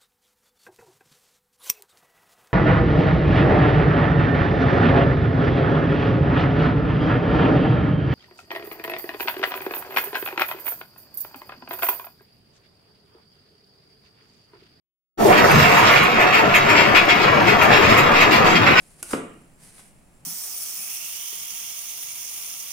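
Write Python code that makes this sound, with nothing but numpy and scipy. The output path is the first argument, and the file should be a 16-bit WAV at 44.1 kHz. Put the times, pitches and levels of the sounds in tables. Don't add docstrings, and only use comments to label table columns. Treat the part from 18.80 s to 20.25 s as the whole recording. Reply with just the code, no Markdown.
import sys
import numpy as np
from scipy import signal
from scipy.fft import rfft, irfft, next_fast_len
from scipy.io import wavfile

SR = 44100
rng = np.random.default_rng(int(sys.argv[2]) if len(sys.argv) > 2 else 0)


def put_to_file(sound):
    columns = np.atleast_2d(sound).T
    safe = np.clip(columns, -1, 1)
    whole_steps = np.round(safe * 32767)
    wavfile.write(sys.argv[1], SR, whole_steps.astype(np.int16))


N = 63945
T = np.arange(N) / SR

# pitch_hz, level_db
FLOOR_COLOUR = [(22, 5), (35, -1.5), (50, 1.5), (70, -9.5), (110, -5.5), (155, 1.5), (200, -4), (300, -8),
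                (450, -13), (700, -12), (1000, -17.5), (1500, -21.5), (2600, -22.5), (3500, -31.5),
                (6400, -32.5), (9300, -29), (11500, -36), (13000, -38), (16000, -35.5)]
# pitch_hz, correlation (0 to 1)
FLOOR_LIKENESS = [(30, 0.33), (100, 1), (300, 0.7), (1000, 0.13), (4000, 0.1), (9000, 1), (15000, 1)]
FLOOR_DB = -55.5
WHINE_HZ, WHINE_DB, WHINE_FLUTTER_S = 7460, -70.5, 0.0077

# time_s, level_db
SLIDE_LEVEL = [(0, -56), (.07, -60), (.12, -57.5), (.16, -62), (.205, -49.5), (.25, -71), (.55, -64.5),
               (.775, -69.5), (.805, -57), (.838, -50.5), (.9, -54.5), (.945, -55), (.98, -49.5),
               (1.03, -56), (1.07, -58), (1.13, -66.5), (1.45, -68.5)]
# pitch_hz, level_db
RUB_COLOUR = [(200, -4.5), (900, -7), (2200, -4), (3300, -9.5), (5000, -6), (7400, -6), (9300, 3),
              (11000, -2), (12500, -12.5), (16000, -24)]
SLIDE_GRAINS_PER_S, SLIDE_SPREAD_DB = 20000, 2.5
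SLIDE_WOBBLE_DB, SLIDE_WOBBLE_S = 1, 0.013
# start_s, level_db
WET_SMACKS = [(0.9819, -40), (0.9944, -40.5)]
# pitch_hz, level_db
WET_SMACK_COLOUR = [(200, -14), (700, -3), (1200, 5), (2800, -12.5), (4500, -12), (12000, -35)]
SMACK_T60_S = 0.009

# start_s, level_db
BLADE_CLICKS = [(0.2283, -19), (0.231, -21)]
# pitch_hz, level_db
SNAP_COLOUR = [(60, -38), (330, -1.5), (750, -18), (1400, -9), (2700, -11), (4200, -18), (6500, -8),
               (8300, -5.5), (9700, -2), (11400, -2), (12800, -26), (16000, -24)]
# pitch_hz, relative level_db, t60_s
CONTACT_MODES = [(352, -29.5, 0.084), (1000, -22, 0.011), (1455, -18, .02), (9500, -6, 0.0094),
                 (9880, -8, 0.0077)]
CLICK_T60_S = 0.0063

# time_s, level_db
TEAR_LEVEL = [(.228, -74), (.235, -49), (.258, -46.5), (.278, -49), (.297, -38.5), (.307, -39.5),
              (.311, -34), (.324, -37), (.333, -37), (.345, -42), (.37, -63), (.42, -100)]
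# pitch_hz, level_db
FIBRE_COLOUR = [(150, -7), (400, -4), (1400, -5.5), (3000, -12), (5500, -7), (7200, -5), (8200, 0),
                (9500, 1), (11300, -5), (13000, -13), (16000, -22)]
TEAR_GRAINS_PER_S, TEAR_SPREAD_DB = 12000, 1
# start_s, level_db, t60_s
RIND_CRACKS = [(0.3113, -40.5, 0.033), (0.3319, -25.5, 0.052), (0.3331, -21.5, 0.04), (0.347, -41, 0.022)]
# pitch_hz, level_db
RIND_CRACK_COLOUR = [(40, -56), (110, -4), (250, -5), (550, 2), (820, -2.5), (1100, 3.5), (1420, 9.5),
                     (1700, -4), (2400, -9.5), (2900, -4), (3800, -15), (6000, -16), (12000, -62)]

# time_s, pitch_hz, level_db
SPLIT_TONE = [(.3305, 1375, -47), (0.3349, 1211, -16), (0.3367, 982, -23.5), (0.3375, 462, -14),
              (0.3395, 379, -18.5), (0.3411, 375, -17), (0.342, 300, -49)]
PUSH_S, PUSH_HZ, PUSH_WIDTH_S, PUSH_DB = 0.3366, 263.5, 0.0031, -20.5
RIGHT_LAG_S = 0.00017

# pitch_hz, level_db, t60_s
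MELON_MODES = [(111.8, -44.5, 0.56), (170.4, -36, 0.52), (206.7, -39, 0.64), (268.7, -28.5, 0.43),
               (345, -40, 0.69), (390, -31.5, 0.23), (437.4, -30.5, 0.4), (488, -41, 0.39),
               (515, -33, 0.32), (583, -36.5, 0.44), (693, -41, 0.49), (1130, -45, 0.16),
               (1368, -40.5, 0.49), (1452, -37, 0.21)]
RING_DELAY_S, RING_ATTACK_S = 0.00607, 0.0046

# pitch_hz, t60_s
ROOM_DECAY = [(100, 1), (300, 0.55), (1300, .55), (2800, 0.66), (5000, 0.28), (8500, 0.46), (11000, 0.32),
              (14000, 0.2)]
# pitch_hz, level_db
ROOM_COLOUR = [(100, -1), (300, -2.5), (800, -3.5), (1400, 0.5), (2800, 3), (5000, -1), (8500, 0),
               (11000, -3.5), (14000, -1)]
# pitch_hz, correlation (0 to 1)
ROOM_LIKENESS = [(100, 1), (300, 0.87), (700, 0.42), (1500, 0.033), (9000, 0.72)]
# pitch_hz, correlation (0 to 1)
DIRECT_LIKENESS = [(200, 1), (1000, 0.47), (3000, 0.2), (9000, 0.62), (14000, 0.25)]
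# pitch_hz, left_minus_right_db
BALANCE = [(100, 0), (400, -0.1), (2000, -1.5), (5000, 0.1), (9000, -2), (14000, 6.5)]
ROOM_ONSET_S = 0.0031
TOP_HZ = 15850
LEFT_RIGHT_SIGN = np.array([[1], [-1]])


def amp(db):
    return 10 ** (np.asarray(db) / 20)


def unit(x):
    return x / np.sqrt(np.mean(x ** 2) + 1e-20)


def along(points, hz):
    f, value = np.transpose(points)
    return np.interp(np.log(hz + 1), np.log(f + 1), value)


def swell(rows):
    rows = np.array(rows)
    inside = (T >= rows[0, 0]) & (T <= rows[-1, 0])
    return amp(np.interp(T, rows[:, 0], rows[:, -1])) * inside


def fade(start_s, t60_s):
    return (T >= start_s) * np.exp(-np.log(1000) * np.maximum(T - start_s, 0) / t60_s)


def filtered(x, response):
    m = next_fast_len(N + SR // 2)
    spectrum = rfft(x, m) * response(np.fft.rfftfreq(m, 1 / SR))
    return irfft(spectrum, m)[..., :N]


def half_angle(likeness, hz):
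    return np.arccos(np.clip(along(likeness, hz), -1, 1)) / 2


def stereo(pair, colour, likeness):
    def mid_side(hz):
        angle = half_angle(likeness, hz)
        return amp(along(colour, hz)) * [np.cos(angle), np.sin(angle)]

    mid, side = filtered(pair, mid_side)
    return np.array([mid + side, mid - side])


def noise(colour, likeness):
    return unit(stereo(rng.standard_normal((2, N)), colour, likeness))


def wobble(seconds):
    return unit(filtered(rng.standard_normal(N), lambda hz: np.exp(-(hz * seconds) ** 2)))


def grains(per_s, spread_db, colour):
    size = amp(spread_db * np.minimum(rng.exponential(size=N), 4))
    happens = rng.random(N) < per_s / SR
    snaps = happens * size * rng.standard_normal((2, N))
    return unit(stereo(snaps, colour, DIRECT_LIKENESS))


def burst(start_s, t60_s, colour):
    white = rng.standard_normal((2, N))
    steady_rms = stereo(white, colour, DIRECT_LIKENESS).std()
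    return stereo(white * fade(start_s, t60_s), colour, DIRECT_LIKENESS) / steady_rms


def background():
    whine = wobble(WHINE_FLUTTER_S) * np.sin(2 * np.pi * WHINE_HZ * T)
    return amp(FLOOR_DB) * noise(FLOOR_COLOUR, FLOOR_LIKENESS) + amp(WHINE_DB) * whine


def slide():
    drag = swell(SLIDE_LEVEL) * amp(SLIDE_WOBBLE_DB * wobble(SLIDE_WOBBLE_S))
    rub = drag * grains(SLIDE_GRAINS_PER_S, SLIDE_SPREAD_DB, RUB_COLOUR)
    smacks = sum(amp(db) * burst(s, SMACK_T60_S, WET_SMACK_COLOUR) for s, db in WET_SMACKS)
    return rub + smacks


def clicks():
    out = np.zeros((2, N))
    for start_s, level_db in BLADE_CLICKS:
        ring = 0
        for hz, mode_db, t60_s in CONTACT_MODES:
            ring = ring + amp(mode_db) * fade(start_s, t60_s) * np.sin(2 * np.pi * hz * (T - start_s))
        snap = burst(start_s, CLICK_T60_S, SNAP_COLOUR)
        out += amp(level_db) * (ring + snap)
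    return out


def rind():
    tear = swell(TEAR_LEVEL) * grains(TEAR_GRAINS_PER_S, TEAR_SPREAD_DB, FIBRE_COLOUR)
    cracks = sum(amp(db) * burst(s, t60_s, RIND_CRACK_COLOUR) for s, db, t60_s in RIND_CRACKS)
    return tear + cracks


def split():
    time_s, pitch_hz, _ = np.transpose(SPLIT_TONE)
    pitch = np.interp(T, time_s, pitch_hz) * (T >= time_s[0])
    fall = swell(SPLIT_TONE) * np.sin(2 * np.pi * np.cumsum(pitch) / SR)
    age = T - PUSH_S
    bump = np.exp(-(age / PUSH_WIDTH_S) ** 2 / 2)
    push = amp(PUSH_DB) * bump * np.cos(2 * np.pi * PUSH_HZ * age)
    return filtered(fall + push, lambda hz: np.exp(1j * np.pi * hz * RIGHT_LAG_S * LEFT_RIGHT_SIGN))


def ringing():
    start_s = PUSH_S + RING_DELAY_S
    age = np.maximum(T - start_s, 0)
    out = np.zeros((2, N))
    for hz, level_db, t60_s in MELON_MODES:
        apart = half_angle(ROOM_LIKENESS, hz) * rng.choice([-1, 1])
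        phase = 2 * np.pi * rng.random() + apart * LEFT_RIGHT_SIGN
        out += amp(level_db) * fade(start_s, t60_s) * np.sin(2 * np.pi * hz * age + phase)
    return out * (1 - np.exp(-age / RING_ATTACK_S))


def room(x):
    hz, t, z = signal.stft(rng.standard_normal((2, N)), SR, nperseg=256)
    decay = np.exp(-np.log(1000) * t / along(ROOM_DECAY, hz)[:, None])
    decay /= np.sqrt(np.sum(decay ** 2, axis=1, keepdims=True) * t[1] * SR)
    onset = 1 - np.exp(-(T / ROOM_ONSET_S) ** 2)
    tail = signal.istft(z * decay, SR, nperseg=256)[1][:, :N] * onset
    answer = stereo(tail, ROOM_COLOUR, ROOM_LIKENESS)
    return signal.fftconvolve(x.mean(axis=0)[None], answer, axes=1)[:, :N]


def in_room(x, wet_db):
    return x + amp(wet_db) * room(x)


def scene():
    melon = in_room(clicks(), wet_db=-2.5)
    melon += in_room(rind(), wet_db=0.44)
    melon += in_room(split(), wet_db=-0.4)
    melon += in_room(slide(), wet_db=-2)
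    melon += ringing()
    placed = filtered(melon, lambda hz: amp(along(BALANCE, hz) / 2 * LEFT_RIGHT_SIGN))
    return placed + background()


def record(dry):
    return filtered(dry, lambda hz: hz < TOP_HZ)


dry = scene()
out = record(dry)
put_to_file(out)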